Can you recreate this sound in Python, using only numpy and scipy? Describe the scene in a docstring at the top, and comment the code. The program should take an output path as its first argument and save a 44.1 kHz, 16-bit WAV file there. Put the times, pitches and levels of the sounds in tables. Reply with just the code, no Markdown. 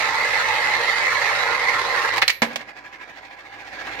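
"""Over a low hum and faint air, a coin rolls on edge round a plastic funnel, turning faster overall:
random bumps ring the shell, harder once a turn, with short soft pings scattered through the roll.
At 2.1-2.3 s it rattles through the throat (noise bursts), rings high in flight (beating sines), then
lands with a boom in the hollow base and rolls on in circles. A short room tail follows each sound;
a gain control ducks at loud clacks and comes back about a second later."""
import sys
import numpy as np
from scipy import signal
from scipy.fft import rfft, irfft, next_fast_len
from scipy.io import wavfile
from scipy.ndimage import uniform_filter1d, minimum_filter1d, map_coordinates

SR = 44100
rng = np.random.default_rng(int(sys.argv[2]) if len(sys.argv) > 2 else 0)


def int16_out(signal):
    """Quantize to a 16-bit WAV file."""
    q = np.round(np.clip(np.atleast_2d(signal).T, -1, 1) * 32767)
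    wavfile.write(sys.argv[1], SR, q.astype(np.int16))


N = 176400
LEFT_RIGHT_HALVES = np.array([[.5], [-.5]])  # splits a left-right difference


def amp(db):
    """Decibels to gain."""
    return 10 ** (np.asarray(db) / 20)


def unit(x):
    """Scaled to rms 1."""
    return x / np.sqrt(np.mean(x ** 2) + 1e-20)


def along(points, hz):
    """(f/Hz, value) points interpolated on a log-frequency axis."""
    f, v = np.transpose(points)
    return np.interp(np.log(hz + 1), np.log(f + 1), v)


def curve(rows):
    """(t/s, value) rows as one value per sample."""
    return np.interp(np.arange(N) / SR, *np.transpose(rows))


def wobble(knots_per_s):
    """Smooth random curve."""
    return map_coordinates(rng.standard_normal(1024), [np.arange(N) * knots_per_s / SR], mode="wrap")


def filtered(x, response):
    """x times a response of frequency."""
    n = x.shape[-1]
    m = next_fast_len(n + SR // 4)
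    return irfft(rfft(x, m) * response(np.fft.rfftfreq(m, 1 / SR)), m)[..., :n]


def shell(x, colour, modes, tilt_db_per_oct=0, size=4096):
    """x through a minimum-phase filter: contact colour lifted or cut by the shell's resonances."""
    hz = np.fft.rfftfreq(size, 1 / SR)
    db = along(colour, hz) + tilt_db_per_oct * np.log2(hz + 50)
    db = db + sum(lift / (1 + (2 * (hz - f) / width) ** 2) for f, width, lift in modes)
    # folding the cepstrum makes the filter causal
    cepstrum = irfft(np.log(amp(db - db.max())))
    cepstrum[1:size // 2] *= 2
    cepstrum[size // 2 + 1:] = 0
    impulse = irfft(np.exp(rfft(cepstrum)))
    return signal.fftconvolve(x, impulse[None], axes=1)[:, :x.shape[1]]


# default stereo width: f/Hz, side minus mid/dB
SIDE_WIDTH = [(100, -13), (500, -7), (1000, -5), (1700, -0.5), (4000, 1.5), (12000, -1.5)]


def spread(pair, width=SIDE_WIDTH):
    """Two unrelated signals as left and right, alike in the bass."""
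    def mid_side_gains(hz):
        side_gain = amp(along(width, hz))
        return np.array([np.ones_like(hz), side_gain]) / np.hypot(1, side_gain)
    mid, side = filtered(pair, mid_side_gains)
    return np.array([mid + side, mid - side])


def add(out, s, sound):
    """Mix a sound in at time s."""
    i = round(s * SR)
    out[:, i:i + sound.shape[1]] += sound[:, :N - i]


# hum lines: f/Hz, rms level/dB
HUM_LINES = [(48.6, -56.5), (104, -56.5)]
# room air colour: f/Hz, relative level/dB
AIR_COLOUR = [(25, -23), (100, 0.5), (200, -4.5), (500, 4.5), (2000, -16), (8000, -38), (16000, -38)]
AIR_RMS_DB = -46.5


def background():
    """Steady low sine, a wavering narrow-band line above it, and filtered noise as room air."""
    t = np.arange(N) / SR
    (low_hz, low_db), (high_hz, high_db) = HUM_LINES
    steady = amp(low_db) * unit(np.sin(2 * np.pi * low_hz * t))
    phase = 2 * np.pi * high_hz * t
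    wavering = amp(high_db) * unit(wobble(12) * np.sin(phase) + wobble(13) * np.cos(phase))
    air = filtered(rng.standard_normal((2, N)), lambda hz: amp(along(AIR_COLOUR, hz)))
    return steady + wavering + amp(AIR_RMS_DB) * unit(spread(air))


# room decay: f/Hz, t60/s
ROOM_DECAY = [(150, 0.61), (1000, 0.37), (4000, 0.26), (12000, 0.19)]


def room(x):
    """Short noise tail in which each frequency dies at its own speed."""
    hz, t, z = signal.stft(rng.standard_normal((2, SR // 2)), SR, nperseg=256)
    decay = amp(-60 * t / along(ROOM_DECAY, hz)[:, None])
    tail = spread(signal.istft(z * decay, SR, nperseg=256)[1])
    tail = tail * (1 - np.exp(-np.arange(tail.shape[1]) / SR / 0.0011))
    return signal.fftconvolve(x, tail / np.linalg.norm(tail[0]), axes=1)[:, :N]


# base boom: f/Hz, level re landing/dB, t60/s
BOOM_MODES = [(231, -0.5, 0.13), (575, -9, 0.12)]
BOOM_RISE_S = 0.0033


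def landing_boom():
    """The first base hit sets the base booming: decaying sines, alike on both sides."""
    out, t = np.zeros((2, N)), np.arange(SR) / SR
    s, landing_db = BASE_HITS[0][:2]
    for hz, db, t60 in BOOM_MODES:
        envelope = amp(landing_db + db - 60 * t / t60) * (1 - np.exp(-t / BOOM_RISE_S))
        add(out, s, (envelope * np.sin(2 * np.pi * hz * t))[None])
    return out


# coin's own ring: f/Hz, level re flight/dB, t60/s, beat/Hz
COIN_RING_MODES = [(11741, -17.5, .16, 7), (12285, -23.5, .3, 25)]
# coin bounces clear: t/s, level/dB
COIN_FREE_FLIGHTS = [(2.245, -15), (2.314, 0), (2.44, -11)]
COIN_SWELL_S = 0.035  # the ring swells as the coin falls clear


def coin_ringing():
    """The coin rings high in beating sine pairs whenever it flies free."""
    out, t = np.zeros((2, N)), np.arange(SR) / SR
    for s, flight_db in COIN_FREE_FLIGHTS:
        for hz, db, t60, beat_hz in COIN_RING_MODES:
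            main = np.sin(2 * np.pi * (hz * t + rng.random((2, 1))))
            beating = .5 * np.sin(2 * np.pi * ((hz + beat_hz) * t + rng.random((2, 1))))
            envelope = amp(flight_db + db - 60 * t / t60) * (1 - np.exp(-t / COIN_SWELL_S))
            add(out, s, envelope * (main + beating))
    return out


# hard contact colour: f/Hz, relative level/dB
CRACK_COLOUR = [(100, -24), (2000, -18), (4400, 1.5), (7000, -3), (9000, -15), (15500, -17)]
CRACK_T60_S, CRACK_DB_PER_TILT = 0.048, 3.5  # brighter blows crack more: dB per (dB/oct)
SPOT_WIDTH_HZ, SPOT_LIFT_DB = 800, 6  # the struck spot favours one band
BLOW_RING_SHARE = 0.5  # part of the mode lift kept


def clacks(hits, colour, modes, crack_db):
    """Each blow: sharp crack plus fast-dying shell shudder, ringing less clearly than under the roll."""
    out, t = np.zeros((2, N)), np.arange(SR // 4) / SR
    modes = [(hz, width, lift * BLOW_RING_SHARE) for hz, width, *_, lift in modes]
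    for s, db, tilt_db, t60, spot_hz in hits:
        burst = rng.standard_normal((2, len(t))) * amp(-60 * t / t60)
        shudder = shell(burst, colour, modes + [(spot_hz, SPOT_WIDTH_HZ, SPOT_LIFT_DB)], tilt_db)
        snap = rng.standard_normal((2, len(t))) * amp(-60 * t / CRACK_T60_S)
        crack = shell(snap, CRACK_COLOUR, [], tilt_db)
        crack_gain = amp(crack_db + CRACK_DB_PER_TILT * tilt_db)
        blow = spread(unit(shudder) + crack_gain * unit(crack))
        add(out, s, amp(db) * blow / blow[:, :SR // 140].std())  # level set over the first 7 ms
    return out


# coin against base: t/s, level/dB, tilt/(dB/oct), t60/s, favoured f/Hz
BASE_HITS = [(2.4195, -3, -0.11, 0.1, 2010), (2.428, -6, -.5, 0.1, 690), (2.531, -25.5, -0.59, .15, 2200),
             (2.5587, -9.5, 0.72, 0.04, 3400), (2.612, -27, -0.78, .08, 1500)]
# base blow colour: f/Hz, relative level/dB
BASE_CLACK_COLOUR = [(50, -24), (130, -8.5), (230, -10), (400, -2.5), (600, -1), (1200, -1), (2000, 1.5),
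                     (3200, -2), (5500, -10), (9000, -20), (15500, -29)]


def base_clacks():
    """Coin strikes the hollow base, exciting its modes."""
    return clacks(BASE_HITS, BASE_CLACK_COLOUR, BASE_MODES, crack_db=-14.5)


# coin against throat: t/s, level/dB, tilt/(dB/oct), t60/s, favoured f/Hz
THROAT_HITS = [(2.139, -25, -3, 0.048, 1050), (2.162, -25, -1, 0.04, 1100), (2.170, -23.5, 0, 0.059, 2100),
               (2.180, -19, -0.5, 0.064, 2000), (2.217, -20, -1.5, 0.028, 1800),
               (2.2205, -7.5, -2.5, 0.05, 1770), (2.2255, -8, -2, 0.046, 2370),
               (2.231, -12, -5, 0.05, 1990), (2.2795, -3.5, 1, 0.052, 4200), (2.286, -16, 0, 0.043, 2200),
               (2.296, -7, -2, 0.076, 2190), (2.3014, -6.5, 0.5, 0.037, 2310)]
# throat blow colour: f/Hz, relative level/dB
THROAT_CLACK_COLOUR = [(200, -31.5), (500, -14.5), (1100, -7.5), (2200, 1.5), (3300, -1.5), (4800, -5.5),
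                       (7000, -19), (9000, -18), (15500, -23)]


def throat_clacks():
    """Coin rattles through the throat, exciting the near-throat funnel modes."""
    return clacks(THROAT_HITS, THROAT_CLACK_COLOUR, FUNNEL_MODES, crack_db=-11.5)


PATCH_SIGMA_HZ, PATCH_SIGMA_S, PATCH_DEPTH_DB = 63, 0.018, 2.5


def patchy(x):
    """Narrow bands swell and fade independently: the moving coin feeds the resonances unevenly."""
    z = signal.stft(x, SR, nperseg=1024, noverlap=768)[2]
    cycles_per_hz = np.fft.fftfreq(z.shape[1], SR / 1024)[:, None]
    cycles_per_s = np.fft.fftfreq(z.shape[2], 256 / SR)
    spans = (cycles_per_hz * PATCH_SIGMA_HZ) ** 2 + (cycles_per_s * PATCH_SIGMA_S) ** 2
    smooth = np.exp(-2 * np.pi ** 2 * spans)
    field = unit(np.fft.ifft2(np.fft.fft2(rng.standard_normal(z.shape[1:])) * smooth).real)
    return signal.istft(z * amp(PATCH_DEPTH_DB * field), SR, nperseg=1024, noverlap=768)[1][:, :N]


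PING_HZ, PING_SPREAD_OCT, PING_SCATTER_DB = 1972, 0.1006, 1.5
PING_T60_S, PING_RISE_S = 0.066, 0.0055


def pings(per_s):
    """Short soft pings of the shell, scattered at random through the roll, each at its own pitch; rms 1."""
    out, t = np.zeros((2, N)), np.arange(SR // 16) / SR
    shape = amp(-60 * t / PING_T60_S) * (1 - np.exp(-t / PING_RISE_S))
    for k, (when, pitch, size, phase) in enumerate(rng.standard_normal((400, 4))):
        s = abs(k + when) / per_s
        if s < N / SR - 1 / SR:
            hz = PING_HZ * 2 ** (PING_SPREAD_OCT * pitch)
            grain = np.sin(2 * np.pi * hz * t + phase * LEFT_RIGHT_HALVES)
            add(out, s, amp(PING_SCATTER_DB * size) * shape * grain)
    return unit(out)


# whirr stereo width: f/Hz, side minus mid/dB
ROLL_WIDTH = [(100, -10), (1000, -14), (2000, -3), (4000, -0.5), (12000, 6.5)]
# pings against whirr: t/s, level/dB
PING_LEVEL = [(0, -12.5), (1.2, -6), (1.95, -13), (3.7, -12.5)]
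TREBLE_FROM_HZ = 1520


def roll(level, treble, turns, body, lead, swing_db, low_swing_db,
         bumps_per_s, scatter_db, uneven_db, pings_per_s):
    """Tiny bumps under the coin's edge ring the shell, harder once a turn, most so in the treble."""
    bumps = (rng.random(N) < bumps_per_s / SR) * amp(scatter_db * rng.standard_normal(N))
    force = bumps * amp(uneven_db * wobble(110)) * rng.choice([-1, 1], (2, N))
    whirr = unit(spread(patchy(body(force)), ROLL_WIDTH))
    rolling = whirr + amp(curve(PING_LEVEL)) * pings(pings_per_s)
    rolling = unit(filtered(rolling, lambda hz: np.exp(1j * LEFT_RIGHT_HALVES * along(lead, hz))))
    low = filtered(rolling, lambda hz: 1 / (1 + (hz / TREBLE_FROM_HZ) ** 8))
    high = rolling - low
    press = np.cos(2 * np.pi * turns)
    swung = low * amp(low_swing_db * press) + high * amp(curve(treble) + swing_db * press)
    return amp(curve(level)) * swung


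# base roll colour: f/Hz, relative level/dB
BASE_ROLL_COLOUR = [(40, -28), (200, -9.5), (400, -6), (800, 0), (1300, 0), (2400, 1.5), (3000, -5.5),
                    (4500, -9), (7000, -18.5), (9000, -27), (15500, -32)]
# base resonances: f/Hz, width/Hz, lift/dB
BASE_MODES = [(293, 81, 11.7), (528, 38, 8.2), (776, 170, 10.5), (999, 49, 12), (1660, 88, 11),
              (2140, 1160, 4.75), (3480, 240, 2.6)]


def base_shell(force):
    """The base rings the same all the way round."""
    return shell(force, BASE_ROLL_COLOUR, BASE_MODES)


# rolling in base: t/s, level/dB
BASE_LEVEL = [(2.43, -69), (2.485, -27), (2.58, -29), (2.66, -32), (2.88, -30.5), (3.05, -29.5),
              (3.5, -31.5), (3.8, -30), (4, -33)]
# treble in base: t/s, level re low band/dB
BASE_TREBLE = [(2.5, -1), (4, 1)]
# left leads right: f/Hz, phase/rad
BASE_LEAD = [(100, 0.5), (800, 0.74), (880, 1.6), (1150, 1), (1700, 1.24), (2000, -2.5), (2300, .5),
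             (4000, 1.04), (15000, 9)]
BASE_TURN_S, BASE_TURNS_PER_S, BASE_SPEEDUP_PER_S2 = 2.696, 11.6, 3.42


def base_rolling():
    """Coin circles in the base, speeding up steadily."""
    t = np.arange(N) / SR - BASE_TURN_S
    turns = BASE_TURNS_PER_S * t + BASE_SPEEDUP_PER_S2 * t ** 2 / 2
    settling_db = curve([(2.7, 7.1), (3.1, 4.6), (3.8, 2.9)])  # the coin's wobble evens out
    return roll(BASE_LEVEL, BASE_TREBLE, turns, base_shell, BASE_LEAD,
                swing_db=settling_db, low_swing_db=0.47 * settling_db, bumps_per_s=6000,
                scatter_db=3.0, uneven_db=1, pings_per_s=40)


# funnel roll colour: f/Hz, relative level/dB
FUNNEL_ROLL_COLOUR = [(40, -50), (130, -23.5), (250, -22.5), (450, -11.5), (800, -3), (1500, -4),
                      (2300, -6), (3200, -13.5), (4800, -17), (7000, -21), (9000, -32), (13000, -33.5),
                      (16000, -45)]
# funnel resonances: f/Hz, width/Hz, lift far out/dB, lift near throat/dB
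FUNNEL_MODES = [(474, 40, 11, 11), (557.5, 73, 7, 8), (659, 51, -7.5, -12), (890, 103, 8.5, 0.5),
                (1048, 58, 7.5, 10.5), (1276, 44, 5, 4), (1457, 45, 9.5, 7), (1482, 92, -10.5, -5),
                (1623, 87, 4.5, 9), (1836, 110, 8.5, 8), (1980, 86, 6, 5.5), (2086, 168, 10, 9),
                (2558, 53, 8.5, 4.5), (4100, 1130, 6.5, 6.5)]
# nearness to throat: t/s, nearness/(0-1)
THROAT_NEARNESS = [(.6, 0), (1.9, 0.97)]


def funnel_shell(force):
    """The funnel's resonances shift in strength as the coin spirals in."""
    modes, near = np.array(FUNNEL_MODES), np.clip(curve(THROAT_NEARNESS), 0, 1)
    outer = unit(shell(force, FUNNEL_ROLL_COLOUR, modes[:, [0, 1, 2]]))
    inner = unit(shell(force, FUNNEL_ROLL_COLOUR, modes[:, [0, 1, 3]]))
    return (1 - near) * outer + near * inner


# rolling in funnel: t/s, level/dB
FUNNEL_LEVEL = [(0, -20), (.55, -22), (1.2, -21), (1.6, -21), (1.9, -20), (2.09, -20), (2.12, -26),
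                (2.143, -18.5), (2.16, -22), (2.185, -20.5), (2.212, -31), (2.23, -78.5)]
# treble in funnel: t/s, level re low band/dB
FUNNEL_TREBLE = [(0, 2.5), (.1, -2), (.16, 0), (.4, 1.5), (.55, 1), (.75, 0.5), (.87, 1.5), (1.03, .5),
                 (1.3, 1), (1.6, -2.5), (1.7, -0.5), (1.83, -2.5), (2, -2), (2.14, -1.5), (2.18, -12)]
# coin rotation: t/s, turns
FUNNEL_TURNS = [(0, 0.078), (.371, 4.3), (.543, 6.8), (.872, 10.5), (1.17, 14.5), (1.336, 15.5),
                (1.616, 22.5), (1.974, 29.3), (2.18, 36)]
# left leads right: f/Hz, phase/rad
FUNNEL_LEAD = [(100, 0.5), (1050, .5), (1200, 1.3), (1520, -2.5), (1850, -1), (2020, 0.03), (2600, 0),
               (3050, 2), (3400, 1.5), (4300, 3.5), (5000, 4.5), (15000, 12)]


def funnel_rolling():
    """Coin spirals down the funnel on its edge."""
    return roll(FUNNEL_LEVEL, FUNNEL_TREBLE, curve(FUNNEL_TURNS), funnel_shell, FUNNEL_LEAD,
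                swing_db=1.04, low_swing_db=0.4, bumps_per_s=5000,
                scatter_db=2.5, uneven_db=0.69, pings_per_s=50)


# stereo balance: f/Hz, left minus right/dB
BALANCE = [(60, -5.5), (400, -2.5), (750, -4.5), (1100, -2), (2300, -5.5), (3100, -2), (4300, -9),
           (6000, -5.5), (9000, 3), (15000, 1.5)]
ROOM_DB = -12.5


def scene():
    """Funnel, throat, base, room and background; most bands lean a little to the right."""
    rolling = funnel_rolling() + base_rolling()
    hits = throat_clacks() + base_clacks()
    coin = rolling + hits + coin_ringing() + landing_boom()
    mix = coin + amp(ROOM_DB) * room(coin) + background()
    return filtered(mix, lambda hz: amp(LEFT_RIGHT_HALVES * along(BALANCE, hz)))


CEILING_DB, ATTACK_S, HOLD_S, RELEASE_S = -12, 0.0016, 1.022, 0.44
PEAK_DB, TOP_HZ = -.3, 15900


def record(dry):
    """Gain drops quickly on a loud sound, holds, then recovers; peaks are rounded, the top is cut off."""
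    power = np.abs(uniform_filter1d(np.mean(dry ** 2, axis=0), size=350)) + 1e-12
    needed_db = np.minimum(0, CEILING_DB - 10 * np.log10(power))
    hold, release = int(HOLD_S * SR), int(RELEASE_S * SR)
    # origins shift both windows into the past
    held_db = minimum_filter1d(needed_db, hold, origin=(hold - 1) // 2, mode="nearest")
    recovering_db = uniform_filter1d(held_db, release, origin=(release - 1) // 2, mode="nearest")
    gain_db = np.minimum(held_db, recovering_db)
    step = 1 / (ATTACK_S * SR)
    x = dry * amp(signal.lfilter([step], [1, step - 1], gain_db))
    rounded = x / (1 + (x / amp(PEAK_DB)) ** 6) ** (1 / 6)
    return filtered(rounded, lambda hz: hz < TOP_HZ)


dry = scene()
out = record(dry)
int16_out(out)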